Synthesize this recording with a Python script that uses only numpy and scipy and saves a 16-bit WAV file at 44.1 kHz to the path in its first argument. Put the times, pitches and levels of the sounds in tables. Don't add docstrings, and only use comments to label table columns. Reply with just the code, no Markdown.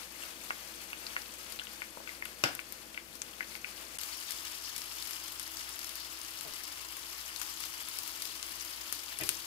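import sys
import numpy as np
from scipy import signal
from scipy.fft import rfft, irfft, next_fast_len
from scipy.io import wavfile
from scipy.ndimage import uniform_filter1d

SR = 44100
rng = np.random.default_rng(int(sys.argv[2]) if len(sys.argv) > 2 else 0)


def wav_out(sig):
    wavfile.write(sys.argv[1], SR, np.round(np.clip(np.atleast_2d(sig).T, -1, 1) * 32767).astype(np.int16))


N = 417171
TIME_S = np.arange(N) / SR
CUT_S, GAP_S = 3.9765, 0.0085
BAND_EDGE_HZ, RIGHT_DELAY_S = 15620, 0.00026

# frequency in Hz, level in dB.
HUM_TONES = [(59.2, -68.5), (134.3, -77.5), (328.6, -69.5), (495, -77.5), (660, -74), (819, -76)]
# frequency in Hz, gain in dB.
WET_RUSH = [(15, -50), (25, -24), (36, -10), (48, -21), (69, -10), (87, -9), (160, -11), (198, -1),
            (259, -3.5), (320, 0.5), (425, -6.5), (494, -3), (697, -14.5), (900, -19), (1170, -46),
            (1980, -120)]
BROWNED_RUSH = [(15, -57), (25, -34), (35, -52), (48, -4), (70, -3.5), (87, -8), (128, -9.5), (200, -9.5),
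                (301, -1.5), (325, 1.5), (355, -7), (389, -2.5), (667, -22.5), (697, -19), (900, -9.5),
                (1170, -27), (1980, -120)]
# start in seconds, level in dB.
BUMP_EVENTS = [(1.993, -68), (6.45, -63), (9.2104, -39), (9.243, -46), (9.29, -49.5)]
# frequency in Hz, level in dB, t60 in seconds.
BUMP_MODES = [(98, -11, 0.24), (144, 3, 0.071), (252, -8, 0.12), (327, 3.5, 0.13), (400, -1, 0.1),
              (630, -7, 0.056), (800, -8.5, 0.15), (1125, -20, 0.11)]
# start in seconds, level in dB, pitch in Hz, length in seconds.
KNOCK_CLACKS = [(1.99, -66, 600, 0.03), (6.44, -54.5, 656, 0.043), (9.192, -51.5, 900, 0.03),
                (9.198, -44, 2340, 0.027)]
# start in
# seconds, level in dB, pitch in Hz, length in seconds.
CRUST_JETS = [(4.105, -53, 5030, 0.07), (4.27, -54, 3800, 0.031), (4.61, -51, 5260, 0.075),
              (5.93, -54, 4700, 0.15), (7.6, -52, 4970, 0.068), (8.15, -59, 4400, 0.28)]
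TINKLE_HZ = [2960, 3390, 4520, 5100, 9150, 11700]
# start in seconds, level in dB, pitch in Hz, swell in cycles,
# air push against the note in dB.
STEAM_PLOPS = [(0.2357, -40.5, 2620, 0.58, -2), (0.5059, -35, 1920, 1.2, 11), (0.931, -39, 2450, 1.1, 4),
               (1.067, -23, 4640, 1.5, -10), (1.165, -24.5, 1750, 0.39, -24), (1.59, -30.5, 4140, 0.98, 0),
               (1.596, -31.5, 3130, 1.3, -10), (1.616, -42, 1650, 1.2, -12), (1.6698, -35, 3160, 0.57, -18),
               (1.8192, -30.5, 2010, 0.76, -7), (1.972, -43, 765, 0.31, 10), (2.003, -45.5, 800, 0.24, 8),
               (2.075, -40, 2250, 1.1, 4), (2.091, -39, 2060, 1.8, -14), (2.15, -36, 4700, 1.7, -12),
               (2.2237, -31.5, 1940, 1.8, -3), (2.256, -32, 3060, 0.32, -5), (2.592, -30, 2060, 0.55, -12),
               (2.945, -37, 2830, 0.43, -16), (2.976, -30, 2100, 0.62, -24), (3.407, -28, 1820, 0.88, -5),
               (3.428, -37, 2180, 1, -15), (3.553, -36.5, 2160, 0.72, -14), (3.645, -30.5, 2230, 0.93, -20),
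               (7.415, -37, 2600, 0.41, -4), (7.4215, -41, 1930, 0.44, -3), (7.638, -37, 2100, 0.45, -6)]
# time in seconds, gain in dB.
PLOP_RIGHT_GAIN = [(1.2, 3), (1.7, -6)]
# start in seconds, level in dB, pitch in Hz, spray against the crack in dB.
DROPLET_SNAPS = [(0.5018, -32, 4700, -18), (1.2187, -31, 4700, -18), (1.3384, -36, 7500, -3),
                 (1.5227, -28, 9000, -4.5), (2.2534, -25, 10500, -16), (2.5512, -21, 11200, -29),
                 (2.724, -21, 12100, -23), (3.1295, -36, 3470, -20), (3.154, -36, 12200, 0.5),
                 (3.2186, -17.5, 6800, -31), (3.9549, -30, 7200, -11), (3.987, -22, 8800, -19),
                 (4.0135, -29, 11000, -6), (4.0343, -29, 9000, 1), (4.308, -25, 10900, -4),
                 (4.3198, -27, 11000, -4), (4.4518, -29.5, 5960, -5), (4.7635, -24.5, 10800, -5),
                 (4.78, -26.5, 9520, -8), (4.818, -28.5, 5100, -5), (4.922, -34, 4960, -10),
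                 (5.025, -25.5, 3840, -8), (5.073, -29, 4350, -2), (5.109, -29, 10900, -3),
                 (5.1335, -26.5, 5950, -12), (5.2814, -30, 9400, -8), (5.397, -24, 7500, -6),
                 (5.4771, -29, 11640, -10), (5.57, -29.5, 5300, -4), (5.6914, -29.5, 8950, -5),
                 (5.792, -27, 11900, -7), (5.845, -26.5, 5960, -7), (5.8929, -29.5, 10300, -6),
                 (5.9554, -28, 12900, -5.5), (6.2155, -28, 6000, -10), (6.2484, -31, 6400, -13),
                 (6.41, -24, 11000, -10), (6.537, -28, 5030, -7), (6.6366, -26, 11000, -14),
                 (6.9684, -25.5, 13000, -11), (7.362, -28, 5460, -6), (7.4158, -24, 5900, -3.5),
                 (7.43, -33, 7500, -6), (7.6037, -30.5, 10900, 0), (7.6253, -33, 10000, -2),
                 (7.638, -28, 6800, -5), (7.652, -29, 7960, -4), (7.8255, -26, 13000, -19),
                 (7.8862, -24.5, 10000, -9), (7.9871, -21.5, 11400, -6), (8.0342, -25, 12390, -8),
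                 (8.0771, -24, 10900, -9), (8.2211, -25.5, 4300, -4.5), (8.2225, -24, 12000, -6),
                 (8.2537, -27, 11000, -4), (8.4282, -25, 6500, -6), (8.6253, -29, 11000, -16),
                 (8.9255, -15.5, 11300, -9.5), (8.937, -32, 5030, -6), (9.1884, -19.5, 9200, -14),
                 (9.2117, -23, 12000, -9), (9.2355, -24.5, 5600, -2.5), (9.2912, -8, 10300, -14),
                 (9.3451, -31, 5000, -11)]
SMALL_PLOPS = dict(count=3, db=-42, db_per_octave=-3, low_hz=2000, high_hz=4700)
SMALL_SNAPS = dict(count=40, db=-36.5, db_per_octave=2, low_hz=7500, high_hz=13000)
# start in seconds, level in dB, decay in seconds.
STEAM_BURST = (2.4383, -13, 0.0021)
# frequency in Hz, gain in dB.
WET_COLOUR = [(350, -20), (600, -1), (697, -4.5), (1210, -0.5), (1770, -0.5), (1970, -1), (2230, 0),
              (2670, 0.5), (3140, 0.5), (3510, 1.5), (3970, 1), (4310, 5), (8000, 1.5), (9200, 2),
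              (10200, 0.5), (11900, 2), (13300, -1), (15500, -3)]
BROWNED_COLOUR = [(350, -31), (600, -11.5), (720, -14), (956, -7), (1210, -5.5), (1630, -8.5), (2100, -8.5),
                  (2550, -7.5), (2950, -3.5), (3450, -4), (3860, -2), (4350, 2), (5100, 4.5), (5700, 1),
                  (6800, 0.5), (8200, -2.5), (9100, 0.5), (10000, -1.5), (11500, 0.5), (13200, -3),
                  (15500, -3)]
PLOP_COLOUR = [(150, -11), (400, -6.5), (800, -2.5), (3000, 5), (9000, -25.5)]
SNAP_COLOUR = [(150, -11), (700, -10.5), (1500, -6), (5000, 1), (7500, -2.5), (9200, -1.5), (12000, -2),
               (15500, -5)]
BURST_COLOUR = [(50, -45), (85, -21), (125, -6), (200, -17), (310, -4.5), (430, -14), (700, -4.5),
                (1090, -12.5), (1500, -5), (2000, -9.5), (3000, -11), (4200, -18), (5000, -11.5),
                (6600, -21), (15800, -32)]
# time in seconds, shade from 0 to 1.
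RIM_SHADE = [(1.63, 0), (2.02, 0.56), (2.88, 0.78), (3.17, 0.67), (3.38, 0.25), (3.95, 0.24)]
# time in seconds, gain in dB.
BOIL_CURVE = [(4.2, 0.5), (4.7, 0), (5.4, -1), (6.4, -1.1), (6.9, -1), (7.4, 0), (8.3, 0), (9.4, -0.5)]
# delay in seconds, linear gain.
PAN_ECHOES = [(.0007, 0.26), (.0013, -0.28), (.0021, 0.23), (.0034, -0.28), (.0041, .14), (.0066, 0.13),
              (.0093, -0.084)]
# frequency in Hz, boost in dB, t60 in seconds.
PAN_MODES = [(813, -2, 0.087), (1480, 2, 0.022), (2120, -10, 0.015), (2600, -7, 0.033), (2840, -8, 0.023),
             (5100, -1, 0.022), (8010, 2, 0.044)]
# frequency in Hz, t60 in seconds.
KITCHEN_T60 = [(150, 0.52), (1000, 0.11), (4000, 0.16), (15000, 0.056)]
# frequency in Hz, left over right in dB.
LEFT_OVER_RIGHT = [(60, 9), (99, 9), (160, 7.5), (270, 1), (450, -0.5), (740, 6.5), (950, 14), (1250, 9.5),
                   (2010, 3), (3330, 4), (4300, 14), (5400, 11), (7000, 14.5), (8400, 12.5), (10200, 15),
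                   (12300, 13), (15000, 19)]
# frequency in Hz, left-right correlation.
CORRELATION = [(50, 0.77), (300, 0.8), (700, 0.11), (1500, 0.29), (3000, 0.13), (8000, 0.032)]


def gain_of(db):
    return 10 ** (np.asarray(db) / 20)


def unit_rms(x):
    return x / np.sqrt(np.mean(x ** 2) + 1e-20)


def lookup(table, hz):
    table_hz, values = np.transpose(table)
    return np.interp(np.log(hz + 1), np.log(table_hz + 1), values)


def filtered(x, response):
    size = next_fast_len(x.shape[-1] + 2048, True)
    return irfft(rfft(x, size) * response(np.fft.rfftfreq(size, 1 / SR)), size)[..., :x.shape[-1]]


def coloured(x, spectrum):
    size = 8192
    gain_db = np.maximum(lookup(spectrum, abs(np.fft.fftfreq(size, 1 / SR))), -100)
    log_response = np.conj(signal.hilbert(np.log(gain_of(gain_db))))
    taps = np.fft.ifft(np.exp(log_response)).real[:size // 2]
    return signal.oaconvolve(x, taps[None], axes=1)[:, :N]


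def add(mix, start_s, sound):
    part = mix[..., max(round(start_s * SR), 0):][..., :sound.shape[-1]]
    part += sound[..., :part.shape[-1]]


def wander(knots_per_s):
    knots = rng.standard_normal(4000)
    return unit_rms(np.interp(TIME_S * knots_per_s, np.arange(len(knots)), knots))


def scattered(start_s, end_s, count, db, db_per_octave, low_hz, high_hz):
    offset, height = rng.random((count, 2)).T
    octaves = height * np.log2(high_hz / low_hz)
    times_s = start_s + (end_s - start_s) * (np.arange(count) + offset) / count
    return list(zip(times_s, db + db_per_octave * octaves, low_hz * 2 ** octaves))


def diffuse_noise():
    left, other = rng.standard_normal((2, N))
    shared = lambda hz: np.clip(lookup(CORRELATION, hz), 0, 1)
    right = filtered(left, shared) + filtered(other, lambda hz: np.sqrt(1 - shared(hz) ** 2))
    return np.array([left, right])


def kitchen(x, room_db):
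    length = SR // 2
    hz, t, spectra = signal.stft(rng.standard_normal((2, length)), SR, nperseg=256)
    decay = gain_of(-60 * t / lookup(KITCHEN_T60, hz)[:, None])
    tail = signal.istft(spectra * decay, SR)[1][:, :length]
    tail *= 1 - np.exp(-TIME_S[:length] / 0.0005)
    return x + gain_of(room_db) * signal.oaconvolve(x, tail / np.linalg.norm(tail[0]), axes=1)[:, :N]


def wash(x, t60_s):
    pole = gain_of(-120 / (t60_s * SR))
    energy = signal.lfilter([1 - pole], [1, -pole], x[0] ** 2)
    return diffuse_noise() * np.sqrt(energy + 1e-20)


def in_pan(sound, echo_gain, right_direct=1):
    out = np.zeros((2, len(sound) + SR // 60))
    add(out, 0, np.outer([1, right_direct], sound))
    for channel, stretches in zip(out, rng.uniform(.7, 1.3, (2, len(PAN_ECHOES)))):
        for (delay_s, gain), stretch in zip(PAN_ECHOES, stretches):
            add(channel, delay_s * stretch, echo_gain * gain * sound)
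    return out


def pan_ring(x):
    out, t = x, TIME_S[:SR // 6]
    for hz, db, t60_s in PAN_MODES:
        fade = gain_of(-60 * t / t60_s)
        mode = 2 * fade / fade.sum() * np.cos(2 * np.pi * hz * t)
        out = out + gain_of(db) * signal.oaconvolve(x, mode[None], axes=1)[:, :N]
    return out


def bubble(hz, cycles, rise=0.):
    age = TIME_S[:1000] * hz / max(cycles, .1) + 1e-9
    pitch_hz = hz * (1 + rise * (np.tanh(age / 2) - .5))
    return age * np.exp(1 - age) * np.sin(2 * np.pi * np.cumsum(pitch_hz) / SR)


def noise_swells(rows, width_hz, rough_db):
    out = np.zeros((2, N))
    for (start_s, db, hz, length_s), (noise, grain) in zip(rows, rng.standard_normal((len(rows), 2, SR))):
        roughness = np.minimum(unit_rms(uniform_filter1d(grain, size=60)), 2)
        band = lambda f: 1 / (1 + 2j * (f - hz) / width_hz) ** 2
        swell = unit_rms(filtered(noise * gain_of(rough_db * roughness), band))[:int(length_s * SR)]
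        add(out, start_s, gain_of(db) * in_pan(swell * np.hanning(len(swell)), echo_gain=0.62))
    return kitchen(out, room_db=2.5)


def appliance_hum():
    out = np.zeros(N)
    for hz, db in HUM_TONES:
        amplitude = np.sqrt(2) * gain_of(db + 0.84 * wander(4.6))
        out += amplitude * np.sin(2 * np.pi * hz * TIME_S + 0.0014 * hz * wander(7))
    return out


def burner(spectrum, level_db):
    return gain_of(level_db) * unit_rms(coloured(diffuse_noise(), spectrum))


def bumps():
    out, t = np.zeros((2, N)), TIME_S[:SR // 3]
    ring = sum(gain_of(db - 60 * t / t60_s) * np.sin(2 * np.pi * hz * t) for hz, db, t60_s in BUMP_MODES)
    attack = 1 - np.exp(-t / 0.0047)
    for start_s, db in BUMP_EVENTS:
        add(out, start_s, gain_of(db) * ring * attack)
    return kitchen(out, room_db=-20)


def clacks():
    return noise_swells(KNOCK_CLACKS, width_hz=1230, rough_db=-0.5)


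def steam_jets():
    return noise_swells(CRUST_JETS, width_hz=1900, rough_db=1)


def tinkles(count=220, base_db=-49, spread_db=2.0, swell_s=0.00099, scatter=0.062):
    out = np.zeros((2, N))
    for when, pick, detune, size in rng.random((count, 4)):
        hz = TINKLE_HZ[int(pick * len(TINKLE_HZ))] * (1 + scatter * (2 * detune - 1))
        db = base_db + spread_db * min(-np.log(1 - size), 3)
        start_s = CUT_S + when * (N / SR - CUT_S)
        add(out, start_s, gain_of(db) * in_pan(bubble(hz, hz * swell_s), echo_gain=0.65))
    return out


def steam_plops(small_cycles=1.0, small_push_db=-6, top_ratio=1.81):
    out = np.zeros((2, N))
    small = [(*row, small_cycles, small_push_db) for row in scattered(0, CUT_S, **SMALL_PLOPS)]
    for start_s, db, hz, cycles, push_db in STEAM_PLOPS + small:
        plop = bubble(hz, cycles, rise=0.012) + gain_of(push_db) * bubble(0.68 * hz, cycles=0.28)
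        plop = signal.sosfilt(signal.butter(6, top_ratio * hz, fs=SR, output="sos"), plop)
        right_db = np.interp(start_s, *np.transpose(PLOP_RIGHT_GAIN))
        add(out, start_s, gain_of([[db], [db + right_db]]) * in_pan(plop, echo_gain=0.76))
    return gain_of(2.5) * kitchen(pan_ring(coloured(out, PLOP_COLOUR)), room_db=-9.5)


def droplet_snaps(small_spray_db=-14, swell_s=0.0001):
    cracks, sprays, t = np.zeros((2, N)), np.zeros((2, N)), TIME_S[:1000]
    small = [(*row, small_spray_db) for row in scattered(CUT_S, N / SR, **SMALL_SNAPS)]
    oil_push = gain_of(-13) * bubble(hz=2030, cycles=0.33)
    pan_floor_thud = gain_of(-22) * bubble(hz=293, cycles=0.34)
    spray_decay = 1.44 * np.exp(-t / 0.00093) + 0.19 * np.exp(-t / 0.0036)
    droplets = DROPLET_SNAPS + small
    for (start_s, db, hz, spray_db), noise in zip(droplets, rng.standard_normal((len(droplets), len(t)))):
        tick = gain_of(-14.5) * bubble(0.3 * hz, cycles=0.38)
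        crack = bubble(hz, cycles=hz * swell_s, rise=0.086) + tick + oil_push + pan_floor_thud
        spray = np.tanh(2 * noise) * spray_decay
        add(cracks, start_s, gain_of(db) * in_pan(crack, echo_gain=0.91, right_direct=0.28))
        add(sprays, start_s, gain_of(db + spray_db) * in_pan(spray, echo_gain=1.0, right_direct=0.085))
    out = kitchen(cracks, room_db=-19.0) + sprays + gain_of(-1.5) * wash(sprays, t60_s=0.39)
    return gain_of(0.5) * coloured(out, SNAP_COLOUR)


def steam_burst():
    start_s, db, decay_s = STEAM_BURST
    out, t = np.zeros((2, N)), TIME_S[:2000]
    tearing = 0.21 * rng.standard_normal(len(t)) * np.exp(-t / decay_s)
    blast = filtered(tearing, lambda hz: hz ** 2 / (hz ** 2 + 1000 ** 2))
    blast[0] = 1
    add(out, start_s, in_pan(blast, echo_gain=1.4))
    out = pan_ring(coloured(out + gain_of(-4.0) * wash(out, t60_s=0.31), BURST_COLOUR))
    return gain_of(db + 17) * out / np.linalg.norm(out[0])


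def crackle(base_per_s, spread_db, clump_db, cycles, spot_db, low_spread=0.47, spots=48):
    chance = base_per_s / SR * gain_of(clump_db * np.minimum(wander(150), 1.7))
    onsets = np.flatnonzero(rng.random(N) < chance)
    size_db = spread_db * (np.minimum(rng.exponential(1, N), 3.4)[onsets] - 2)
    sign = rng.choice([-1, 1], N)[onsets]
    volley = np.minimum(wander(130), 2)[onsets]
    spot_of = rng.integers(0, spots, N)[onsets]
    out = np.zeros((2, N + SR))
    for spot, hz in enumerate(np.linspace(1800, 15500, spots)):
        here, height = spot_of == spot, hz / BAND_EDGE_HZ
        boil = np.interp(onsets[here], np.linspace(0, N, 120), rng.standard_normal(120))
        spread = low_spread + (1 - low_spread) * 2 * min(height, .65)
        pops = sign[here] * gain_of(spread * size_db[here] + spot_db * boil + 3.54 * volley[here] * height)
        ring = unit_rms(bubble(hz, cycles * rng.uniform(.7, 2))[:200])
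        for channel, grain in zip(out, in_pan(ring, echo_gain=1.3, right_direct=.7)):
            samples = onsets[here, None] + np.arange(len(grain))
            channel += np.bincount(samples.ravel(), np.outer(pops, grain).ravel(), len(channel))
    return out[:, :N]


def sizzle(simmer_db, fizz_db, colour, grains, grain_db, flutter_db, split_hz=3200):
    hiss = diffuse_noise() * gain_of(flutter_db * wander(24.1))
    pops = unit_rms(grains + gain_of(-4) * wash(grains, t60_s=0.074))
    oil = coloured(hiss + gain_of(grain_db) * pops, colour)
    simmer = filtered(oil, lambda hz: 1 / (1 + (hz / split_hz) ** 8))
    return unit_rms(simmer) * gain_of(simmer_db) + unit_rms(oil - simmer) * gain_of(fizz_db)


def wet_batter():
    grains = crackle(base_per_s=1400, spread_db=5.0, clump_db=1.5, cycles=1.0, spot_db=3.0)
    shade = np.interp(TIME_S, *np.transpose(RIM_SHADE))
    simmer_db, fizz_db = -53.5 - 6 * shade, -50.5 - 6.5 * shade
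    oil = sizzle(simmer_db, fizz_db, WET_COLOUR, grains, grain_db=-5.5, flutter_db=1.5)
    return oil * gain_of([[1.], [0.]])


def browned_crust():
    grains = crackle(base_per_s=2600, spread_db=4.5, clump_db=3, cycles=0.71, spot_db=1.9)
    boil_db = np.interp(TIME_S, *np.transpose(BOIL_CURVE))
    simmer_db, fizz_db = -52.5 + 0.18 * boil_db, -47.5 + boil_db
    oil = sizzle(simmer_db, fizz_db, BROWNED_COLOUR, grains, grain_db=0.8, flutter_db=0.5)
    return oil * gain_of([[.7], [2.]])


def scene():
    wet = wet_batter() + burner(WET_RUSH, level_db=-60.5)
    browned = browned_crust() + burner(BROWNED_RUSH, level_db=-64)
    frying = np.where(TIME_S < CUT_S, wet, browned)
    steam = steam_plops() + droplet_snaps() + tinkles() + steam_burst() + steam_jets()
    gate = (TIME_S < CUT_S) | (TIME_S > CUT_S + GAP_S)
    return (frying + steam + clacks() + bumps() + appliance_hum()) * gate


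def record(dry):
    def stereo_response(hz):
        right = gain_of(-lookup(LEFT_OVER_RIGHT, hz))
        delay = np.exp(-2j * np.pi * hz * RIGHT_DELAY_S)
        mid_gain = np.sqrt(1 + right ** 2 + 2 * right * np.abs(lookup(CORRELATION, hz))) / 2
        return np.array([np.ones(len(hz)), right * delay]) / mid_gain
    low_pass = signal.firwin(401, BAND_EDGE_HZ, window=("kaiser", 9), fs=SR)
    return signal.oaconvolve(filtered(dry, stereo_response), low_pass[None], "same", axes=1)


dry = scene()
out = record(dry)
wav_out(out)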